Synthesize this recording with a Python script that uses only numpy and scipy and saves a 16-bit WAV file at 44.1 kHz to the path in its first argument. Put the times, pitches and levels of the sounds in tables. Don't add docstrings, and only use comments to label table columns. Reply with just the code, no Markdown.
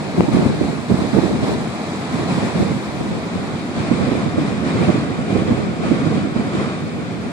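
import sys
import numpy as np
from scipy import signal
from scipy.fft import rfft, irfft, next_fast_len
from scipy.io import wavfile
from scipy.ndimage import uniform_filter1d, map_coordinates

SR = 44100
rng = np.random.default_rng(int(sys.argv[2]) if len(sys.argv) > 2 else 0)


def volts_from_db(level):
    exponent = np.asarray(level, float) / 20
    return 10 ** exponent


def wrap_up_sound(samples):
    columns = np.atleast_2d(samples).T
    tamed = np.clip(columns, -1, 1)
    steps = np.round(tamed * 32767).astype(np.int16)
    wavfile.write(sys.argv[1], SR, steps)


N = 322791


def unit(x):
    return x / np.sqrt(np.mean(x ** 2) + 1e-20)


def along(points, hz):
    f, v = np.transpose(points)
    return np.interp(np.log(hz + 1), np.log(f + 1), v)


def curves(rows):
    s, *cols = np.transpose(rows)
    return np.array([np.interp(np.arange(N) / SR, s, c) for c in cols])


def wobble(rate_hz):
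    knots = rng.standard_normal(int(N / SR * 200))
    return map_coordinates(knots, [np.arange(N) * min(rate_hz, 190) / SR])


def filtered(x, response):
    m = next_fast_len(N + 8192)
    return irfft(rfft(x, m) * response(np.fft.rfftfreq(m, 1 / SR)), m)[..., :N]


def gusts():
    # t/s at full strength, held/s, left level/dB, right level/dB, suppressor opening/dB
    gust_rows = [(.18, .05, -17, -18, 3), (.34, .1, -21, -15, 5.5), (.455, .05, -19, -20, 0),
                 (.615, .04, -29.5, -21, 4.5), (.905, .09, -22, -17, 3.5), (1.14, .11, -23.5, -15.5, 3),
                 (1.31, .05, -22, -22, 1), (1.439, .05, -17.5, -21, 4), (2.135, .08, -24, -20.5, 2),
                 (2.291, .14, -26.5, -22, 3.5), (2.56, .06, -21.5, -18, 3), (2.9, .25, -26, -25.5, -1),
                 (3.362, .06, -27.5, -26, -0.5), (3.77, .09, -27, -23, 3.5),
                 (3.921, .27, -24.5, -18.5, 4.5), (4.39, .08, -24, -22, 3.5), (4.664, .03, -25, -23, 4.5),
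                 (4.77, .14, -20.5, -16, 5), (5.308, .08, -21.5, -18.5, 3.5), (5.48, .1, -21, -19, 2.5),
                 (5.85, .12, -24.5, -17.5, 5), (6.055, .1, -26, -20.5, 5.5), (6.368, .04, -24.5, -23.5, 5),
                 (6.54, .04, -25.5, -22, 6)]
    # t/s, left level/dB, right level/dB
    lull = [(0, -32.5, -26), (1.9, -32, -36), (3.6, -33, -30), (4.5, -28.5, -24), (5.1, -25.5, -24),
            (7.32, -28.5, -27)]
    rise_db_s, fall_db_s = 280.5, 60.5
    open_db_s, close_db_s, linger_s = 111, 23, 0.011
    s, held, left, right, opens = np.transpose(gust_rows)[..., None]
    t = np.arange(0, N, 64) / SR

    def loss(up_db_s, down_db_s, more_s=0):
        before = (s - t) * up_db_s
        after = (t - s - held - more_s) * down_db_s
        return np.maximum(0, np.maximum(before, after))

    def per_sample(v):
        return np.interp(np.arange(N) / SR, t, v)

    gust_db = np.array([left, right]) - loss(rise_db_s, fall_db_s)
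    power = np.sum(volts_from_db(2 * gust_db), axis=1)
    opening_db = np.max(np.maximum(0, opens - loss(open_db_s, close_db_s, linger_s)), axis=0)
    total = volts_from_db(2 * curves(lull)) + [per_sample(p) for p in power]
    return 10 * np.log10(total), per_sample(opening_db)


def churn(patchy_db):
    z = signal.stft(rng.standard_normal((2, N)), nperseg=512)[2]
    field = uniform_filter1d(rng.standard_normal(z.shape[1:]), size=6, axis=0)
    field = uniform_filter1d(field, size=14, axis=1)
    return signal.istft(z * volts_from_db(patchy_db * unit(field)), nperseg=512)[1][:, :N]


def water(left, right, lead):
    # f/Hz, left-right likeness (0-1)
    alike = [(60, 0.98), (300, 1), (700, 0.91), (1200, 1), (1700, 0.11), (2240, 0.27), (2750, 0.74),
             (3300, 0.13), (6000, 0.091), (12000, 0.067)]

    def mid_side(hz):
        turn = np.arccos(np.clip(along(alike, hz), -1, 1)) / 2
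        return np.array([np.cos(turn), np.sin(turn)])

    def port_response(hz):
        phase = np.outer([1, -1], np.interp(hz, *np.transpose(lead)))
        return volts_from_db([along(left, hz), along(right, hz)]) * np.exp(.5j * phase)

    mid, side = filtered(churn(patchy_db=0.66), mid_side)
    x = filtered(np.array([mid + side, mid - side]), port_response)
    return x / np.std(filtered(x, lambda hz: (hz > 1200) & (hz < 9000)))


def sea(opening_db):
    # t/s, share of the late aim (0-1), sea level/dB
    swell = [(0, 0.08, -35.5), (.55, .08, -39), (1.2, .03, -35.5), (1.6, .1, -36), (2.0, .2, -34.5),
             (2.4, 0.23, -35), (2.7, 0.1, -35.5), (3.05, 0.26, -36), (3.6, 0.5, -36), (4.1, .78, -37),
             (4.7, .8, -36), (5.2, 0.84, -36), (5.75, .9, -36.5), (6.3, 0.93, -39.5), (6.8, 0.91, -37.5),
             (7.32, 0.77, -38.5)]
    # f/Hz, density/dB per Hz
    left_first = [(40, -37), (110, -6), (239, -1), (485, -16), (715, -8), (884, -16), (1994, -19),
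                  (2465, -18), (3048, -28), (3903, -23), (5558, -33.5), (6632, -41), (10500, -42),
                  (14700, -59)]
    right_first = [(40, -25.5), (110, -14.5), (140, -1), (256, -7), (539, -12.5), (983, -13), (1259, -19),
                   (2066, -24.5), (3048, -30), (4189, -27), (5758, -34), (7914, -31), (10500, -46),
                   (14700, -74)]
    left_late = [(40, -22.5), (239, 2.5), (450, -12), (745, -9), (854, -26), (1133, -12), (2066, -23),
                 (2380, -16.5), (2942, -26.5), (3768, -24.5), (7500, -42.5), (9200, -41.5), (10200, -48.5),
                 (14700, -63)]
    right_late = [(40, -28), (110, -4.5), (239, -2), (854, -18), (1451, -16.5), (1671, -22.5), (1994, -20),
                  (3903, -32.5), (4825, -31), (5558, -38.5), (7639, -33.5), (9443, -42.5), (10500, -51.5),
                  (14700, -73)]
    # f/Hz, lead/rad
    lead_first = [(0, 0), (860, -1.0), (1290, -1.17), (2150, -6.5), (2760, -9.5), (4740, -13),
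                  (5510, -24.5), (5940, -22), (7320, -33), (9220, -39.5), (10200, -36), (11400, -44.5),
                  (11900, -33.5), (14300, -29)]
    lead_late = [(0, 0), (780, 0.5), (1550, 2.5), (2410, -0.8), (3100, -5), (3880, -4.5), (5600, 2),
                 (6370, 4), (6630, 1.6), (8790, -10), (10100, -16.5), (11100, -2.5), (11700, -16.5),
                 (14300, -12)]
    roar_db, roar_pan_db = 0.04, -2.4
    foam_db, foam_pan_db, foam_turn_db = 0.32, -0.7, 1

    aim, swell_db = curves(swell)
    aim = np.clip(aim, 0, 1)
    surf = np.sqrt(1 - aim) * water(left_first, right_first, lead_first)
    surf += np.sqrt(aim) * water(left_late, right_late, lead_late)
    roar = filtered(surf, lambda hz: 1 / (1 + (hz / 3000) ** 6))
    foam = surf - roar
    side = np.array([[.5], [-.5]])
    mix = roar * volts_from_db(roar_db + side * roar_pan_db)
    mix += foam * volts_from_db(foam_db + side * (foam_pan_db + foam_turn_db * aim))
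    return mix * volts_from_db(swell_db + opening_db + 1.5 + 0.32 * wobble(25))


def small_pops(level_db, count):
    pitch_hz, cycles, scatter_oct = 245, 1.4, 0.29
    over_gust_db, spread_db, top_db = 8, 1.9, -13.5
    share = np.cumsum(volts_from_db(1.3 * level_db))
    pitch, size, long = rng.standard_normal((3, count))
    quantile = (np.arange(count) + rng.uniform(0, 1, count)) / count
    at = np.searchsorted(share / share[-1], quantile).clip(1600, N - 1)
    peak_db = np.minimum(level_db[at] + over_gust_db + spread_db * size, top_db)
    hz = pitch_hz * 2 ** (scatter_oct * pitch)
    return list(zip(at / SR, peak_db, hz, cycles * 2 ** (scatter_oct * (pitch + long))))


def pops(rows):
    out, t = np.zeros(N + SR), np.arange(-1500, 1500) / SR
    chances = rng.uniform(-1, 1, (len(rows), 3))
    for (s, db, hz, cycles), (phase, upper, glide) in zip(rows, chances):
        bump = np.exp(-(t * hz / max(0.71 * cycles, .2)) ** 2)
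        angle = 2 * np.pi * hz * t * (1 + 18 * glide * t) + np.pi * phase
        shake = np.cos(angle) + 0.25 * bump * np.cos(1.9 * angle + np.pi * upper)
        out[round(s * SR) - 1500:][:len(t)] += volts_from_db(min(db - .8, -.7)) * bump * shake
    return out[:N]


def wind(level_db):
    # f/Hz, density/dB per Hz
    buffet_curve = [(25, -43), (45, -17), (80, -4), (130, -1.5), (210, 2), (330, -7.5), (500, -14.5),
                    (800, -27), (1500, -39), (4000, -63.5)]
    rasp_curve = [(150, -16), (300, -2.5), (450, 5), (800, -11.5), (1500, -20), (4000, -65.5)]
    # t/s, peak/dB, f/Hz, length/cycles
    left_pops = [(.184, -5, 326, 3.3), (.201, -2, 293, 0.72), (.406, -7, 274, .8), (.466, -8, 262, 1.6),
                 (.993, -12, 296, 2.3), (1.314, -13, 310, 2.5), (1.337, -17, 281, 1.6),
                 (1.442, -8, 290, 1.2), (2.435, -5, 263, 0.88), (2.604, -11, 246, 1.9),
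                 (3.358, -9, 250, 1.5), (4.039, -9, 204, 1.3), (4.239, -9, 212, 1.2), (4.385, -9, 264, 1.4),
                 (4.418, -10, 220, 1.2), (4.893, -14, 232, 1.2), (5.407, -18, 221, 0.71),
                 (5.509, -10, 280, 1.5), (5.884, -16, 262, 1.5), (6.595, -10, 224, 1.4)]
    right_pops = [(.186, -6, 204, .95), (.207, 2, 285, 0.62), (.289, -1.5, 307, 1.34),
                  (.351, -4.5, 232, 1.1), (.373, -2.5, 310, 1.9), (.427, -29, 264, .9),
                  (.615, -1.5, 279, 1.26), (.906, -4.5, 328, 0.93), (.921, -4.5, 212, 2.6),
                  (.944, 1.5, 183, 0.98), (1.05, -5.5, 245, 1.1), (1.136, -8, 238, 1.5),
                  (1.168, -5, 380, 2.2), (1.19, 3, 283, 2.1), (1.24, -8, 340, 3.6), (1.487, -7.5, 204, 1.1),
                  (2.382, -5, 177, 1.3), (3.917, -4, 313, 1.9), (4.121, -6, 329, 1.4),
                  (4.154, -3, 280, 0.55), (4.384, -3, 310, 1.5), (4.67, -12, 235, 1.6), (4.894, -3, 336, 4),
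                  (4.958, -6, 301, 1.3), (5.358, -6, 214, 1.3), (5.518, -5, 229, 4.1),
                  (5.919, -2.5, 276, 4.3), (6.066, -9.5, 260, 1.3), (6.366, -2.5, 220, 0.85),
                  (6.553, -4.5, 254, 1.15)]
    # t/s, peak/dB, width/s, port (0 left, 1 right)
    snaps = [
        (.2075, 5.5, .00027, 0),
        (1.1426, -9, .0003, 1),
        (4.7906, -12, .00025, 1),
        (4.894, -4, .0004, 1),
        (5.367, -3, .0005, 1),
    ]

    eddies = volts_from_db(2.4 * np.array([wobble(45), wobble(45)])) * rng.standard_normal((2, N))
    rumble = unit(filtered(eddies, lambda hz: volts_from_db(along(buffet_curve, hz))))
    rasp = unit(filtered(eddies, lambda hz: volts_from_db(along(rasp_curve, hz))))
    rasp_db = 0.61 * (level_db + 8.5) - 11.0
    out = volts_from_db(level_db) * (rumble + volts_from_db(rasp_db) * rasp)

    left = pops(left_pops + small_pops(level_db[0], count=24))
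    right = pops(right_pops + small_pops(level_db[1], count=56))
    bursts = np.array([left, right])
    near = np.abs(uniform_filter1d(np.abs(bursts), size=700)) + .03
    crowding = (near / uniform_filter1d(near, size=7000)) ** .4
    out = out * crowding + bursts
    out = out + .06 * out[::-1]
    for s, db, width_s, port in snaps:
        u = (np.arange(N) / SR - s) / width_s
        out[port] += volts_from_db(db) * (1 - .6 * u * u) * np.exp(-u * u / 2)
    return out


def scene():
    level_db, opening_db = gusts()
    hiss = volts_from_db(-59) * rng.standard_normal((2, N))
    return sea(opening_db) + wind(level_db) + hiss


def coarse_lines(x):
    # f/Hz, step/dB
    step_curve = [(300, -30.5), (2000, -33), (4000, -35), (6000, -37), (8500, -38.5), (10400, -37),
                  (12200, -39.7), (14700, -40)]
    m, early = 1024, 330
    angle = np.pi / m * np.outer(np.arange(2 * m) + .5 + m / 2, np.arange(m) + .5)
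    basis = np.cos(angle) * np.sqrt(2 / m)
    basis = basis * signal.windows.kaiser_bessel_derived(2 * m, 4 * np.pi)[:, None]
    blocks = np.pad(x, ((0, 0), (m + early, 2 * m - (N + early) % m))).reshape(2, -1, m)
    lines = np.concatenate([blocks[:, :-1], blocks[:, 1:]], axis=2) @ basis

    loud_db = 10 * np.log10(np.mean(lines[..., 100:400] ** 2, axis=(0, 2)) + 1e-9)
    chance_db = np.repeat(rng.standard_normal((*lines.shape[:2], m // 32)), 32, axis=2)
    step_db = along(step_curve, np.arange(m) * SR / 2 / m)
    step = volts_from_db(step_db + 0.83 * (loud_db[:, None] + 31.5) + 1.5 * chance_db)
    whole = np.floor((np.abs(lines) / step) ** .75 + .4054)
    lines = np.sign(lines) * whole ** (4 / 3) * step

    frames = lines @ basis.T
    return (frames[:, 1:, :m] + frames[:, :-1, m:]).reshape(2, -1)[:, early:early + N]


def low_pass(x):
    return signal.sosfilt(signal.butter(12, 14630, fs=SR, output="sos"), x)


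def record(dry):
    x = filtered(dry, lambda hz: hz ** 4 / (hz ** 4 + 50 ** 4) + volts_from_db(-44.5))
    mix = coarse_lines(np.clip(x, -1, 1))
    return low_pass(mix)


dry = scene()
out = record(dry)
wrap_up_sound(out)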